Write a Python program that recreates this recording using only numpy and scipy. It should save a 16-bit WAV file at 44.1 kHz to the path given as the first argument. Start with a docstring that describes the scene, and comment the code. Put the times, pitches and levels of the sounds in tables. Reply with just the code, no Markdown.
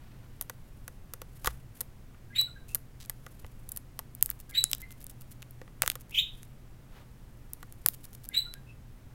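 """Carpeted room: a budgie walks over a hand mirror lying on the carpet, tapping and nibbling the glass up
close. Beak and claws are filtered impulses with chatter; steps and firm pecks ring the mirror's damped modes,
two landings thump. Nibbles and scrapes are grains of stick-slip noise. A second budgie farther off chirps with
fluttering harmonics and raspy noise, heard with the room's noise tail. Rumble, hum, hiss and soft rustling lie
beneath."""
import sys
import numpy as np
from scipy import signal
from scipy.fft import rfft, irfft, next_fast_len
from scipy.io import wavfile
from scipy.ndimage import map_coordinates

SR = 44100
rng = np.random.default_rng(int(sys.argv[2]) if len(sys.argv) > 2 else 0)


def wrap_up_sound(samples):
    """Save the sound to the file named by the first command line argument, as 16-bit audio."""
    columns = np.atleast_2d(samples).T
    # keep every value between -1 and 1, then stretch to whole-number steps
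    tamed = np.clip(columns, -1, 1)
    steps = np.round(tamed * 32767).astype(np.int16)
    wavfile.write(sys.argv[1], SR, steps)


N = 403074

PECK_BODY_DB = -14.5  # low body against the knock, for beak contacts
LONG_CHATTER_T60_S = 0.0084  # claws and nibbles skid longer than a peck


def amp(db):
    """Decibels to gain."""
    return 10 ** (np.asarray(db) / 20)


def unit(x):
    """Scale to rms 1."""
    return x / np.sqrt(np.mean(x ** 2) + 1e-20)


def burst(x):
    """Scale to the energy of one millisecond at rms 1."""
    return x * np.sqrt(SR / 1000 / np.sum(x ** 2))


def along(points, hz):
    """Interpolate (Hz, value) points on a log frequency axis."""
    point_hz, values = np.transpose(points)
    return np.interp(np.log(hz + 1), np.log(point_hz + 1), values)


def clock(length_s):
    """Sample times over a length."""
    return np.arange(int(length_s * SR)) / SR


def curves(rows):
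    """Each column interpolated per sample from the first row's time to the last's."""
    times, *columns = np.transpose(rows)
    t = times[0] + clock(times[-1] - times[0])
    return [np.interp(t, times, column) for column in columns]


def add(track, start_s, x):
    """Mix x into the track at a time."""
    part = track[max(round(start_s * SR), 0):][:len(x)]
    part += x[:len(part)]


def wobble(size, rate_hz):
    """Smooth random curve through rate_hz knots a second."""
    knots = rng.standard_normal(int(size * rate_hz / SR) + 4)
    return map_coordinates(knots, [np.arange(size) * rate_hz / SR])


def coloured(x, spectrum):
    """Shape x by (Hz, dB) points, at rms 1."""
    gain = amp(along(spectrum, np.fft.rfftfreq(len(x), 1 / SR)))
    return unit(irfft(rfft(x) * gain, len(x)))


def bandpass(x, band_hz, order=3):
    """Causal Butterworth band filter."""
    return signal.sosfilt(signal.butter(order, band_hz, "bandpass", fs=SR, output="sos"), x)


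def contact(knock_db, tick_db, tip_hz, body_db, t60_s, chatter=.3, blow_t60_s=0.0041, tip_q=3.9, tip_gain=5.1):
    """Hard horn on glass: a sharp impulse and brief chatter, coloured by how the tip lands."""
    # body, knock, click and tick: (from [Hz], to [Hz])
    bands = [(280, 900), (1250, 3000), (3000, 8000), (7000, 17000)]
    # the mid click swells as the tip rings lower
    click_offset_db, click_ref_hz, click_db_per_octave = 0.5, 12000, 10.5
    t = clock(.03)
    impulse = t == 0
    grit = chatter * rng.standard_normal(len(t))
    blow = impulse + grit * amp(-60 * t / blow_t60_s)
    skid = impulse + grit * amp(-60 * t / t60_s)
    # the tip itself rings for a few cycles, high in the treble
    tip = skid + tip_gain * signal.lfilter(*signal.iirpeak(tip_hz, tip_q, fs=SR), skid)
    click_db = (knock_db + tick_db) / 2 + click_offset_db
    click_db += click_db_per_octave * np.log2(click_ref_hz / tip_hz)
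    levels_db = [knock_db + body_db, knock_db, click_db, tick_db]
    parts = zip(bands, levels_db, [blow, blow, skid, tip])
    return sum(amp(db) * burst(bandpass(x, band)) for band, db, x in parts)


def ring(spot_hz, spot_db=10, spot_width=.15, scatter_db=2):
    """The mirror rings, quickly damped by the carpet; each spot drives most strongly the modes that move there."""
    # modes of the mirror in its frame: (frequency [Hz], relative level [dB], t60 [s])
    modes = [(440, -13, .03), (510, -4, .035), (735, -7, .042), (900, -3, .03), (1110, 2, .026),
             (1215, 1, .024), (1440, 0, .024), (1720, -2, .022), (1950, 0, .028)]
    t = clock(.1)
    hz, level_db, t60_s = np.transpose(modes)[:, :, None]
    drive_db = spot_db * np.exp(-(np.log(hz / spot_hz) / spot_width) ** 2)
    drive_db = drive_db + scatter_db * rng.standard_normal(hz.shape)
    polarity = rng.choice([-1, 1], hz.shape)
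    ringing = amp(level_db + drive_db - 60 * t / t60_s) * np.sin(2 * np.pi * hz * t) * polarity
    return burst(ringing.sum(axis=0))


def mirror_blows():
    """Claws or a firm beak click, then the foot's weight or the blow rings the mirror and presses the carpet;
    landings on the frame thump."""
    # a foot lands or shifts, or the beak strikes firmly: (time [s], claw level [dB], weight level [dB],
    # frequency this spot rings most [Hz])
    blows = [(0.412, -23, -39.5, 735), (0.4233, -35, -52, 730), (0.4973, -32, -32, 480),
             (0.8793, -35, -37, 510), (1.1365, -30.5, -37.5, 535), (1.2174, -37, -36.5, 510),
             (1.446, -31, -30.5, 1180), (1.4591, -25, -29, 1180), (1.4682, -29, -43, 1170),
             (1.473, -23.5, -17, 1300), (1.8069, -24.5, -40, 470), (1.8113, -23.5, -41.5, 485),
             (2.146, -80, -50.5, 1430), (2.4128, -23.5, -42.5, 1300), (2.7477, -16, -37.5, 1950),
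             (2.7536, -25, -40, 1400), (3.097, -24, -35.5, 1700), (3.2649, -46, -37.5, 1360),
             (3.446, -67, -40.5, 433), (3.691, -32, -56, 1200), (3.7188, -27.5, -52, 504),
             (3.7628, -33, -54, 1700), (3.7727, -26.5, -48, 1700), (3.9912, -27.5, -33.5, 880),
             (5.6155, -57, -38, 515), (5.678, -73.5, -46, 500), (5.834, -48, -28, 507),
             (5.9548, -33.5, -35, 520), (7.6288, -45.5, -39, 1340), (7.8612, -39, -31.5, 600)]
    # the bird's weight lands on the frame: (time [s], level [dB], frequency [Hz], t60 [s])
    landings = [(1.472, -34.5, 54.7, 0.39), (3.44, -32, 71.6, 0.067)]
    claw_hz = 12000
    knock_db, body_db = -7, -2  # knock against the weight; low body against the knock
    toe_lag_s, toe_db = .0042, -14.5  # a second claw touches later and more lightly
    weight_lag_s = 0.000878
    thud_hz, thud_db, thud_t60_s = 104.1, -14, 0.079  # the frame sinks into the carpet; dB against the weight
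    out, t = np.zeros(N), clock(.25)
    thud = amp(thud_db - 60 * t / thud_t60_s) * np.sin(2 * np.pi * thud_hz * t)
    for s, claw_db, weight_db, spot_hz in blows:
        for lag_s, db in [(0, 0), (toe_lag_s, toe_db)]:
            click = contact(weight_db + knock_db, claw_db, claw_hz, body_db, LONG_CHATTER_T60_S)
            add(out, s + lag_s, amp(db) * click)
        add(out, s + weight_lag_s, amp(weight_db) * ring(spot_hz))
        add(out, s + weight_lag_s, amp(weight_db) * thud)
    for s, db, thump_hz, t60_s in landings:
        add(out, s, amp(db - 60 * t / t60_s) * np.sin(2 * np.pi * thump_hz * t))
    return out


def pecks():
    """The beak taps the glass: single hard contacts, each with its own tip resonance."""
    # levels as energy over 1 ms: (time [s], knock level [dB], tick level [dB], tip resonance [Hz])
    strikes = [(3.0595, -66, -44, 11500), (3.4652, -57, -51, 11500), (4.1507, -79, -34.5, 13400),
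               (4.211, -53, -48, 11500), (4.2262, -38, -7, 13400), (4.2602, -50, -23, 14200),
               (4.2927, -42, -51, 13500), (4.3021, -58, -20, 15000), (4.3125, -43, -51, 10600),
               (4.6404, -33.5, -11, 9150), (4.715, -42, -24, 13100), (4.7321, -28.5, -19, 8100),
               (4.7495, -46, -31, 11700), (4.7826, -69, -42, 14100), (4.8179, -57, -38, 13600),
               (4.907, -48, -55, 11500), (5.0126, -55, -64, 11500), (5.043, -77, -36, 12500),
               (5.067, -58, -36, 11300), (5.1015, -61, -42, 12500), (5.4216, -47, -46, 11100),
               (5.4271, -40.5, -46, 13800), (5.5094, -80.5, -42.5, 13600), (5.821, -18, -14, 14100),
               (5.8622, -30.5, -30, 14100), (5.8774, -21, -18, 14100), (5.9004, -26, -20.5, 11800),
               (5.9176, -38.5, -34, 14000), (6.4313, -50, -44, 11600), (7.5343, -62, -27.5, 13200),
               (7.7245, -58, -41, 13100), (7.8615, -24.5, -9, 12430), (7.8863, -36, -12, 14100),
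               (8.2892, -68, -28.5, 11400), (8.5389, -43.5, -35, 11700)]
    out = np.zeros(N)
    for s, knock_db, tick_db, tip_hz in strikes:
        add(out, s, contact(knock_db, tick_db, tip_hz, PECK_BODY_DB, t60_s=.003))
    return out


def rubbing(length_s, hz, slip_rate_hz=600, spread_db=6, rub=0.055, low_db=-14):
    """The tip rubs over the glass, sticking and slipping in tiny uneven ticks."""
    size, most = len(clock(length_s)), SR // 8
    slips = (rng.random(most) < slip_rate_hz / SR) * amp(spread_db * rng.standard_normal(most))
    friction = (slips + rub * rng.standard_normal(most))[:size]
    grains = coloured(friction, [(hz / 10, low_db), (hz / 2, -6), (hz, 0), (hz * 4, -9)])
    return grains * signal.windows.tukey(len(grains), .3)


def nibbles(jitter_s=0.0025, scatter_db=0.5, knock_db=-6, count=2):
    """The beak works about ten times a second; each stroke rubs and catches a few times."""
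    # bouts: (start [s], end [s], starting level [dB], fade [dB/s])
    bouts = [(4.29, 5.33, -51.5, 3.5), (5.893, 6.15, -55, 7.5), (7.926, 8.3, -50.5, 4.5)]
    period_s, stroke_s = .1012, .026
    bright_hz, tick_db = 12500, 6.5  # brightest part of a stroke; its ticks against the rubbing
    out = np.zeros(N)
    for start, end, bout_db, fade in bouts:
        for beat in np.arange(start, end, period_s):
            s = beat + jitter_s * rng.standard_normal()
            db = bout_db - fade * (beat - start) + scatter_db * rng.standard_normal()
            add(out, s, amp(db) * rubbing(stroke_s, bright_hz))
            for lag_s in stroke_s * rng.random(count):
                catch = contact(db + knock_db, db + tick_db, bright_hz, PECK_BODY_DB, LONG_CHATTER_T60_S)
                add(out, s + lag_s, catch)
    return out


def scrapes():
    """Single drags of claw or beak, as stick-slip rubbing."""
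    # (time [s], length [s], level [dB], brightest frequency [Hz])
    drags = [(1.444, 0.031, -48, 3000), (1.477, 0.039, -53, 1560), (2.676, 0.069, -56, 9000),
             (2.996, 0.062, -53.5, 3800), (3.7, .08, -63, 12000), (5.825, 0.014, -42.5, 3000),
             (5.826, 0.067, -52, 13000), (7.869, 0.017, -51, 9000)]
    out = np.zeros(N)
    for s, length_s, db, hz in drags:
        add(out, s, amp(db) * rubbing(length_s, hz))
    return out


def syrinx(pitch_hz, overtones_db, rough, flutter_rate_hz):
    """A whistle with overtones whose pitch flutters quickly."""
    fluttering_hz = pitch_hz * (1 + rough * wobble(len(pitch_hz), flutter_rate_hz))
    phase = 2 * np.pi * np.cumsum(fluttering_hz) / SR
    return unit(sum(amp(db) * np.sin((k + 1) * phase) for k, db in enumerate(overtones_db)))


def call(shape, overtones_db, rasp_spectrum, rough):
    """A fluttering whistle and the rasp, as noise, of the same membranes beating irregularly."""
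    pitch_hz, whistle_db, rasp_db = curves(shape)
    whistle = syrinx(pitch_hz, overtones_db, rough, flutter_rate_hz=790)
    rasp = coloured(rng.standard_normal(len(pitch_hz)), rasp_spectrum)
    return amp(whistle_db) * whistle + amp(rasp_db) * rasp


def note(length_s, hz, overtone_db=-28, hoarse_db=-14):
    """A soft warbled note: fluttering whistle with a little hoarse noise around its pitch."""
    swell = signal.windows.tukey(len(clock(length_s)), .8)
    whistle = syrinx(np.full(len(swell), hz), [0, overtone_db], rough=.028, flutter_rate_hz=500)
    hoarse_spectrum = [(hz / 2, -45), (hz, 0), (hz * 2, -35), (hz * 4, -60)]
    hoarse = coloured(rng.standard_normal(len(swell)), hoarse_spectrum)
    return swell * (whistle + amp(hoarse_db) * hoarse)


def chirps():
    """Two soft notes lead each tchip, which opens raspy and clears to a whistle; warbles and one hoarse chirp."""
    # levels here are ahead of the room mix
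    # short "tchip": (time after its start [s], pitch [Hz], whistle level [dB], rasp level [dB])
    tchip = [(.004, 3600, -66, -56), (.019, 3780, -33, -38), (.028, 3800, -33, -42), (.034, 3840, -41, -48),
             (.041, 3920, -26, -47), (.05, 3965, -21, -46), (.062, 3950, -28, -54), (.072, 3935, -38, -62),
             (.085, 3920, -70, -80)]
    # tchips: (time [s], gain [dB])
    tchip_times = [(2.343, -0.5), (4.532, -1), (8.327, -1)]
    # rising notes before a tchip: (lead [s], length [s], pitch [Hz], level against the tchip's gain [dB])
    lead_in = [(.047, .033, 1620, -60), (.019, .03, 2090, -53)]
    # hoarse chirp climbing unevenly: (time [s], pitch [Hz], whistle level [dB], rasp level [dB])
    squawk = [(6.105, 1950, -68, -76), (6.127, 2800, -50, -54), (6.141, 2530, -42, -48),
              (6.149, 3300, -36, -35), (6.165, 2900, -38, -37), (6.179, 3070, -25, -36),
              (6.189, 3550, -22, -34), (6.2, 3760, -26, -44), (6.222, 3680, -56, -68)]
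    # quiet warbled notes: (time [s], length [s], pitch [Hz], level [dB])
    warbles = [(2.466, 0.03, 1420, -59), (2.553, 0.032, 1563, -53), (2.679, 0.054, 2636, -59.5),
               (4.782, 0.043, 1710, -66), (4.818, .035, 2077, -47.5), (8.454, .035, 1410, -60),
               (8.541, 0.041, 1616, -58.5), (8.659, 0.06, 2617, -59)]
    # whistle harmonics 1 to 4: relative level [dB]
    tchip_overtones_db = [2, -15.5, -18, -21.5]
    # whistle harmonics 1 to 4: relative level [dB]
    squawk_overtones_db = [0.5, -25, -32, -22.5]
    # rasp colour: (frequency [Hz], relative level [dB])
    tchip_rasp = [(1000, -40), (1400, -13), (1800, -1), (2600, 1), (3300, 0), (4300, -3), (4900, -22),
                  (9000, -22), (14000, -18), (17000, -30)]
    # rasp colour: (frequency [Hz], relative level [dB])
    squawk_rasp = [(1500, -38.5), (2000, -13), (2500, 5.5), (3000, 3.5), (3700, -7), (4200, -21),
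                   (5500, -21.5), (7000, -19), (10500, -34.5), (14000, -18.5), (17000, -23.5)]
    out = np.zeros(N)
    for s, db in tchip_times:
        add(out, s + tchip[0][0], amp(db) * call(tchip, tchip_overtones_db, tchip_rasp, rough=.016))
        for lead_s, length_s, hz, note_db in lead_in:
            add(out, s - lead_s, amp(db + note_db) * note(length_s, hz))
    add(out, squawk[0][0], call(squawk, squawk_overtones_db, squawk_rasp, rough=.028))
    for s, length_s, hz, db in warbles:
        add(out, s, amp(db) * note(length_s, hz))
    return out


def room(x, early_db, early_t60_s):
    """Dense early reflections and a tail in which each frequency dies at its own speed."""
    # reverberation: (frequency [Hz], t60 [s])
    reverberation = [(200, 0.36), (1500, 0.34), (4000, 0.31), (8000, 0.27), (15000, .22)]
    hz, t, z = signal.stft(rng.standard_normal(SR // 2), SR, nperseg=256)
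    late = amp(-60 * t / along(reverberation, hz)[:, None])
    early = amp(early_db - 60 * t / early_t60_s)
    tail = signal.istft(z * (late + early), SR, nperseg=256)[1]
    tail = np.pad(tail, (SR // 300, 0))  # reflections start 1/300 s late
    return signal.fftconvolve(x, tail / np.linalg.norm(tail))[:N]


def rustle(swells, floor_db, spectrum, flicker_db):
    """Soft brushing noise with a quick flicker, swelling and fading over a steady floor."""
    t = np.arange(N) / SR
    level = amp(floor_db) + sum(amp(db) * np.exp(-((t - s) / half_s) ** 2) for s, half_s, db in swells)
    noise = coloured(rng.standard_normal(N), spectrum)
    return level * unit(amp(flicker_db * wobble(N, 110)) * noise)


def background(hum_hz=123.7, hum_db=-55.5, air_db=-49):
    """Room rumble and hiss as shaped noise, a wavering appliance hum, brushing feathers and soft rustling."""
    # rumble and hiss: (frequency [Hz], relative level [dB])
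    air_colour = [(15, 2.5), (28, 4.5), (50, -2.5), (80, -5.5), (125, -4), (165, -11), (250, -14),
                  (400, -22), (1000, -29), (2000, -33), (4000, -40), (9000, -42), (15500, -42)]
    # feathers brush as the bird moves: (middle [s], half length [s], level [dB])
    feather_swells = [(.7, 0.5, -75), (1.46, 0.12, -59), (1.78, 0.024, -56.5), (3.4, 0.31, -69),
                      (4.9, 0.74, -73.5), (6.39, .09, -65), (7.85, 0.62, -71)]
    # feathers: (frequency [Hz], relative level [dB])
    feather_colour = [(500, -13.5), (2000, -4), (6000, -6.5), (12000, 1.5), (16000, -7)]
    # soft rustling over a steady murmur of air: (middle [s], half length [s], level [dB])
    rustle_swells = [(.12, 0.31, -69.5), (6.98, 0.055, -60)]
    # rustling: (frequency [Hz], relative level [dB])
    rustle_colour = [(150, -24), (400, -0.5), (1500, -4), (3500, -10), (8000, -24), (16000, -19.5)]
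    t = np.arange(N) / SR
    air = amp(air_db) * coloured(rng.standard_normal(N), air_colour)
    hum_level = amp(hum_db + 2.8 * wobble(N, 5))
    hum = hum_level * np.sin(2 * np.pi * hum_hz * t + 1.1 * wobble(N, 12))
    feathers = rustle(feather_swells, -88.5, feather_colour, flicker_db=4.5)
    rustling = rustle(rustle_swells, -76, rustle_colour, flicker_db=2)
    return air + hum + feathers + rustling


def scene():
    """The mirror is close and nearly dry; the calling bird is mixed equally direct and through the room."""
    floor = background()
    near = pecks() + mirror_blows() + scrapes() + nibbles()
    near = near + amp(-24.5) * room(near, early_db=1.5, early_t60_s=0.162)
    far = chirps()
    far = amp(-0.5) * far + amp(-0.5) * room(far, early_db=5.5, early_t60_s=0.076)
    return (near + far + floor)[None]


def record(dry):
    """The recorder rounds off the very sharpest peaks and cuts steeply above its band limit."""
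    top_hz, ceiling = 16150, .85
    rounded = dry / (1 + np.abs(dry / ceiling) ** 6) ** (1 / 6)
    size = next_fast_len(N + SR // 2)
    low_pass = 1 / (1 + (np.fft.rfftfreq(size, 1 / SR) / top_hz) ** 120)
    return irfft(rfft(rounded, size) * low_pass, size)[..., :N]


dry = scene()
out = record(dry)
wrap_up_sound(out)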